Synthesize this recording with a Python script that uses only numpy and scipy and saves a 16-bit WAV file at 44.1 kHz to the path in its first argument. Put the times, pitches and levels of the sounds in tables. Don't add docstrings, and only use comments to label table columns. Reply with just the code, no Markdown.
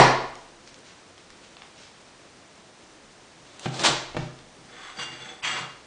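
import sys
import numpy as np
from scipy import signal
from scipy.fft import rfft, irfft
from scipy.io import wavfile
from scipy.ndimage import uniform_filter1d

SR = 44100
rng = np.random.default_rng(int(sys.argv[2]) if len(sys.argv) > 2 else 0)


def elevation(decibels):
    levels = np.asarray(decibels, float)
    return 10 ** (levels / 20)


def generate_wav(signal):
    frames = np.transpose(np.atleast_2d(signal))
    scaled = np.clip(frames, -1, 1) * 32767
    pcm = np.round(scaled).astype(np.int16)
    wavfile.write(sys.argv[1], SR, pcm)


N = 258426
LEAD_S = 0.1
CHOP_S, CHOP_THUMP_DB = -0.02, -14

# f/Hz, level/dB
CHOP_COLOUR = [(120, -49), (350, -1), (550, -3), (800, 2.5), (1100, -0.5), (1500, -8), (2000, -7),
               (2600, -14.5), (4500, -15), (9800, -32.5), (12000, -75)]
# f/Hz, level/dB, T60/s
TABLE_MODES = [(130.9, 0, 0.51), (159.8, 2, 0.27), (233.5, -18.5, 0.68)]
# f/Hz, level/dB, T60/s
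BOARD_MODES = [(257.3, -9, 0.15), (352.2, -1.5, 0.072), (489, -3.5, 0.044), (620, -3.5, 0.062),
               (769, -3.5, 0.036), (875, -6, 0.03)]
# t/s, level/dB
JOLTS = [
    (0.0, -38),
    (0.15, -49),
    (0.614, -62),
    (3.66, -77),
    (3.902, -47.5),
    (4.168, -44.5),
    (4.67, -68),
    (4.856, -68),
]
# t/s, thump level/dB
NUDGES = [(3.401, -55), (3.799, -34), (3.882, -31), (4.23, -32), (4.584, -50.5), (4.985, -46), (5.1, -48),
          (5.207, -52.5), (5.288, -67), (5.435, -48), (5.519, -46), (5.606, -39.5)]
# f/Hz, T60/s
ROOM_DECAY = [(60, 0.23), (200, 0.57), (700, 0.63), (3000, 0.58), (6000, 0.53), (10000, 0.34)]
# f/Hz, level/dB
HISS_COLOUR = [(24, -49), (40, -9), (325, -2), (391, -3.5), (492, -4.5), (527, -3.5), (564, -4.5),
               (2410, -11.5), (6180, -15), (9800, -22), (12700, -60), (21600, -120)]
# t/s, level/dB, f/Hz
TICKS = [(0.3544, -33, 3200), (0.6753, -33, 2600), (0.7434, -35, 2970), (0.79, -44, 4210),
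         (1.1795, -36.5, 2050), (1.3037, -36.5, 2940), (1.4492, -42, 2370), (1.5685, -31, 1540),
         (1.6204, -30.5, 1680), (1.648, -37, 1500), (2.0394, -50, 2310), (2.1586, -50, 2150),
         (3.595, -28, 3900), (3.744, -30, 2850), (3.795, -14, 2310), (4.3894, -36.5, 2150),
         (4.6986, -43, 2170)]
# t/s, length/s, level/dB
RUBS = [
    (0.662, 0.056, -44.5),
    (0.845, .11, -45),
    (1.411, .11, -49.5),
    (1.577, 0.073, -53),
    (1.745, .18, -44),
    (4.135, .18, -42),
]
# f/Hz, level/dB
RUB_COLOUR = [(500, -13), (1500, 3.5), (3500, 4), (6500, 0), (9000, -13), (11000, -41)]
# t/s, force level/dB
TEARS = [
    [(3.45, -54.5), (3.574, -55.5), (3.65, -38), (3.7, -51.5)],
    [(3.7, -52), (3.75, -37), (3.79, -37.5), (3.80, -28.5), (3.83, -29), (3.848, -15.5), (3.864, -13),
     (3.888, -24), (3.93, -46)],
]
# f/Hz, level/dB
RIND_COLOUR = [(88, -52), (150, -63), (360, 1.5), (444, -26.5), (620, -8.5), (776, -4.5), (1100, -4.5),
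               (1960, -10), (3950, -8.5), (7540, -12), (9800, -25), (12700, -47), (21600, -120)]
# t/s, edge tick level/dB, table thump level/dB, board knock level/dB, tick f/Hz
BLOWS = [
    (3.657, -21.5, -26, -28.5, 2300),
    (4.146, -36, -38, -37, 2530),
    (4.166, -24, -26, -27, 2620),
]
# t/s, pressure level/dB
DRAGS = [
    [(4.68, -54.5), (4.786, -44), (4.838, -41.5), (4.874, -39), (4.95, -50.5)],
    [(4.95, -54.5), (4.97, -46), (5.0, -32.5), (5.025, -30.5), (5.064, -50), (5.12, -42), (5.2, -50.5)],
    [(5.19, -48), (5.222, -44.5), (5.3, -42.5), (5.345, -51.5)],
    [(5.414, -64), (5.428, -33), (5.45, -23.5), (5.49, -29), (5.514, -30), (5.6, -31), (5.7, -62.5)],
]
# held ring level/dB, free ring level/dB, start scrape f/Hz, end scrape f/Hz
GRIPS = [
    (-10.5, -25, 1750, 1700),
    (-9, -8, 1660, 2400),
    (-6.5, -28, 1800, 1800),
    (-11.5, -15.5, 3160, 830),
]
# f/Hz, level/dB
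SCRAPE_COLOUR = [(300, -37), (600, -12), (1000, -0.5), (1600, -2.5), (3300, -3.5), (4500, -8.5),
                 (5300, -12.5), (7700, -15.5), (9800, -27), (12000, -74)]
# f/Hz, width/Hz, level/dB
HELD_MODES = [(3366, 47, -0.5), (4400, 41, -13), (6070, 43, -11), (6250, 23, -11), (7730, 39, -12),
              (7620, 83, -16.5), (2054, 41, -11)]
# f/Hz, width/Hz, level/dB
FREE_MODES = [(2802, 9.4, 3.5), (4610, 18, -13), (4695, 29, -4), (5830, 80, -15), (6850, 45, -22),
              (8570, 40, -24)]
# t/s, board weight level/dB, length/s
LEANS = [
    (4.72, 1, 0.14),
    (4.977, 4, 0.033),
    (5.11, 0.5, 0.17),
    (5.284, 1.5, 0.19),
    (5.554, -7, 0.15),
]


def evened(x):
    return x / np.sqrt(np.mean(x ** 2) + 1e-20)


def read(points, hz):
    f, value = np.transpose(points)
    return np.interp(np.log(hz + 1), np.log(f + 1), value)


def silence():
    return np.zeros(N + round(LEAD_S * SR))


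def add(mix, s, sound):
    part = mix[round((s + LEAD_S) * SR):][:len(sound)]
    part += sound[:len(part)]


def unroll(rows):
    s, level_db = np.transpose(rows)
    t = np.arange(s[0], s[-1], 1 / SR)
    return s[0], np.interp(t, s, level_db), signal.windows.tukey(len(t), 400 / len(t))


def band(x, order, edges_hz):
    return signal.sosfilt(signal.butter(order, edges_hz, "band", fs=SR, output="sos"), x)


def coloured(x, spectrum):
    gain = elevation(read(spectrum, np.fft.rfftfreq(len(x), 1 / SR)))
    return evened(irfft(rfft(x) * gain, len(x)))


def wander(size, smooth):
    return evened(uniform_filter1d(rng.standard_normal(size), smooth))


def grit(size, per_s, spread_db):
    heights = elevation(spread_db * np.minimum(rng.exponential(1, size), 4)) * rng.standard_normal(size)
    return evened(heights * (rng.random(size) < per_s / SR))


def resonate(x, hz, width):
    r, turn = np.exp(-np.pi * width / SR), 2 * np.pi * hz / SR
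    return signal.lfilter([1 - r], [1, -2 * r * np.cos(turn), r * r], x) * 2 * np.sin(turn)


def glide(x, hz, width):
    turn = np.exp(2j * np.pi * np.cumsum(hz) / SR)
    r = np.exp(-np.pi * width / SR)
    return 2 * (turn * signal.lfilter([1 - r], [1, -r], x / turn)).real


def ring(modes, spread_db):
    t = np.arange(SR // 2) / SR
    return sum(elevation(db + spread_db * rng.standard_normal() - 60 * t / t60) * np.sin(2 * np.pi * hz * t)
               for hz, db, t60 in modes)


def chop():
    out, t = silence(), np.arange(SR // 4) / SR
    slam = coloured(rng.standard_normal(len(t)), CHOP_COLOUR)
    add(out, CHOP_S - 0.03, elevation(-1.5 - 60 * t / 0.23) * slam)
    add(out, CHOP_S, elevation(-9.5) * ring(BOARD_MODES, 0))
    return out


def table():
    out = silence()
    rise = 1 - np.exp(-np.arange(SR // 2) / SR / 0.0038)
    thumps = [(CHOP_S, CHOP_THUMP_DB)] + [(blow[0], blow[2]) for blow in BLOWS] + NUDGES
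    for s, thump_db in thumps:
        add(out, s, elevation(thump_db - 0.5) * rise * ring(TABLE_MODES, 0.24))
    return out


def shake():
    rest_db, wobble_db = -78, 3.5
    rise_db_per_s, fall_db_per_s = 245, 88.5
    t = np.arange(N) / SR
    level = elevation(rest_db + wobble_db * wander(N, 4000))
    for s, db in JOLTS:
        away_db = np.where(t < s, rise_db_per_s * (s - t), fall_db_per_s * (t - s))
        level = level + elevation(db - away_db)
    rumble = [(10, -20), (25, 14.5), (45, -3), (85, -0.5), (115, -41), (300, -76)]  # f/Hz, level/dB
    return level * coloured(rng.standard_normal(N), rumble)


def room(x):
    turn, out = 2 * np.pi * np.arange(len(x)) / SR * 7, np.zeros(len(x))
    for k in range(3):
        taps = np.zeros(SR)
        at = np.arange(200, SR - 12, 12) + rng.integers(0, 12, (SR - 201) // 12)
        taps[at] = rng.choice([-1., 1.], len(at))
        hz, t, z = signal.stft(taps, SR, nperseg=256)
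        decay = elevation(-60 * t / read(ROOM_DECAY, hz)[:, None])
        tail = signal.istft(z * decay, SR, nperseg=256)[1]
        share = np.sqrt(2 / 3) * np.cos(turn + k * np.pi / 3)
        out += signal.fftconvolve(x * share, tail / np.linalg.norm(tail))[:len(x)]
    return out


def hiss():
    flicker = elevation(0.5 * wander(N, 1500))
    return elevation(-51.5) * flicker * coloured(rng.standard_normal(N), HISS_COLOUR)


def ticks():
    octaves, snap = 1.17, 4.5
    out, t = silence(), np.arange(4000) / SR
    decay = elevation(-60 * t / 0.0084) + 0.13 * elevation(-60 * t / 0.063)
    for s, db, hz in TICKS:
        edges_hz = np.clip(hz * 2. ** np.array([-octaves, octaves]), 300, 9900)
        puff = band(snap * (t == 0) + rng.standard_normal(len(t)), 3, edges_hz)
        add(out, s, elevation(db - 8) * decay * evened(puff))
    return out


def rubs():
    peak_share, ends_db = 0.26, -16
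    out = silence()
    for s, length, db in RUBS:
        u = np.linspace(0, 1, round(length * SR))
        arch = np.interp(u, [0, peak_share, 1], [1, 0, 1]) ** 2
        slide = coloured(grit(8000, 9000, 0.73), RUB_COLOUR)[:len(u)]
        add(out, s, elevation(db - 9.5 + ends_db * arch) * slide)
    return out


def tearing():
    out = silence()
    for rows in TEARS:
        s, force_db, ends = unroll(rows)
        after_s = np.maximum(np.arange(len(ends)) - force_db.argmax(), 0) / SR
        below_db = np.minimum(force_db.max() - force_db, 25)
        dull_db = -3.5 + 0.4152 * below_db + 161 * after_s
        cracks = grit(len(ends), 16000, 1.6)
        body = resonate(cracks, 1280, 420) + 3.2 * resonate(cracks, 640, 300)
        body = evened(body + 0.25 * resonate(cracks, 410, 80))
        snap = evened(resonate(cracks, 3970, 1400))
        rip = coloured(cracks, RIND_COLOUR) + 0.35 * snap + 0.31 * elevation(dull_db) * body
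        add(out, s, elevation(force_db - 5) * ends * rip)
    return out


def blows():
    out, t = silence(), np.arange(900) / SR
    for s, tick_db, _, knock_db, hz in BLOWS:
        s = s + 0.0012
        add(out, s, elevation(knock_db + 2) * ring(BOARD_MODES, 2))
        contact = (t == 0) + 0.22 * rng.standard_normal(len(t)) * elevation(-60 * t / 0.049)
        tick = band(contact, 2, [500, hz])
        add(out, s, elevation(tick_db + 1) * tick / abs(tick).max())
    return out


def leaning(t):
    bells = sum(elevation(db) * np.exp(-(4 * (t - s) / length) ** 2 / 2) for s, db, length in LEANS)
    return elevation(-19.5) + bells


def blade(drive, modes, bend):
    out = 0
    for k, (hz, width, db) in enumerate(sorted(modes)):
        once = glide(drive, hz * bend, width)
        out = out + (-1) ** k * elevation(db) * glide(once, hz * bend, 900)
    return out


def drags():
    out, after = silence(), (0, SR // 3)
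    for rows, (held_db, free_db, from_hz, to_hz) in zip(DRAGS, GRIPS):
        s, pressure_db, ends = unroll(rows)
        hz, t = np.geomspace(from_hz, to_hz, len(ends)), np.arange(len(ends)) / SR
        chatter = elevation(1.6 * wander(SR // 2, 300))[:len(ends)]
        slips = grit(SR // 2, 14000, 1.8)[:len(ends)]
        push = chatter * elevation(pressure_db - 5.5) * ends
        scrape = evened(glide(glide(slips, 0.92 * hz, 1500), 0.87 * hz, 1600))
        add(out, s, push * (0.75 * coloured(slips, SCRAPE_COLOUR) + 0.49 * scrape))
        flex = np.pad(1 - 0.0013 * (np.clip(pressure_db, -48, -25) + 30.5), after, "edge")
        held = np.pad(slips * push * elevation(held_db + 31.5 - 24.5 * t), after)
        free = np.pad(slips * push * elevation(free_db + 36.5 - 53 * t), after)
        add(out, s, blade(held, HELD_MODES, flex))
        add(out, s, blade(free, FREE_MODES, flex ** 0.065))
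        drive = np.pad(slips * push * elevation(22) * leaning(s + t), after)
        add(out, s, sum(elevation(db) * resonate(drive, f, 0.69 / t60) for f, db, t60 in BOARD_MODES))
    return out


def scene():
    near = chop() + ticks() + rubs() + tearing() + blows() + drags()
    near = signal.sosfilt(signal.butter(4, 150, "high", fs=SR, output="sos"), near)
    heard = elevation(2) * near + elevation(-2) * room(near) + table()
    return (heard[-N:] + shake())[None]


def thin_out(x):
    hz, _, z = signal.stft(x, SR, window="cosine", nperseg=384, noverlap=192)
    power = abs(z[:192].reshape(48, 4, -1)) ** 2
    band_db = 10 * np.log10(power.mean(1) + 1e-20)
    usual_db = uniform_filter1d(band_db, size=9, axis=1)
    coming_db = np.pad(usual_db[:, 4:], ((0, 0), (0, 4)), "edge")
    margin_db = np.interp(hz[:192:4], [2000, 5000, 9500], [13, 4, 3.6])[:, None]
    short_db = np.maximum(usual_db, coming_db - 5) - margin_db - band_db
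    z[:192] *= np.repeat(elevation(-np.clip(12 * short_db, 0, 20)), 4, axis=0)
    return signal.istft(z, SR, window="cosine", nperseg=384, noverlap=192)[1][:N]


def top_cut(x):
    return signal.sosfilt(signal.butter(12, 9950, fs=SR, output="sos"), x)


def record(dry):
    x = np.tanh((dry + hiss()) * 1.1) / 1.1
    lowpass = signal.firwin(801, 10050, window=("kaiser", 9), fs=SR)
    mix = signal.oaconvolve(thin_out(x[0])[None], lowpass[None], "same")
    return top_cut(mix)


dry = scene()
out = record(dry)
generate_wav(out)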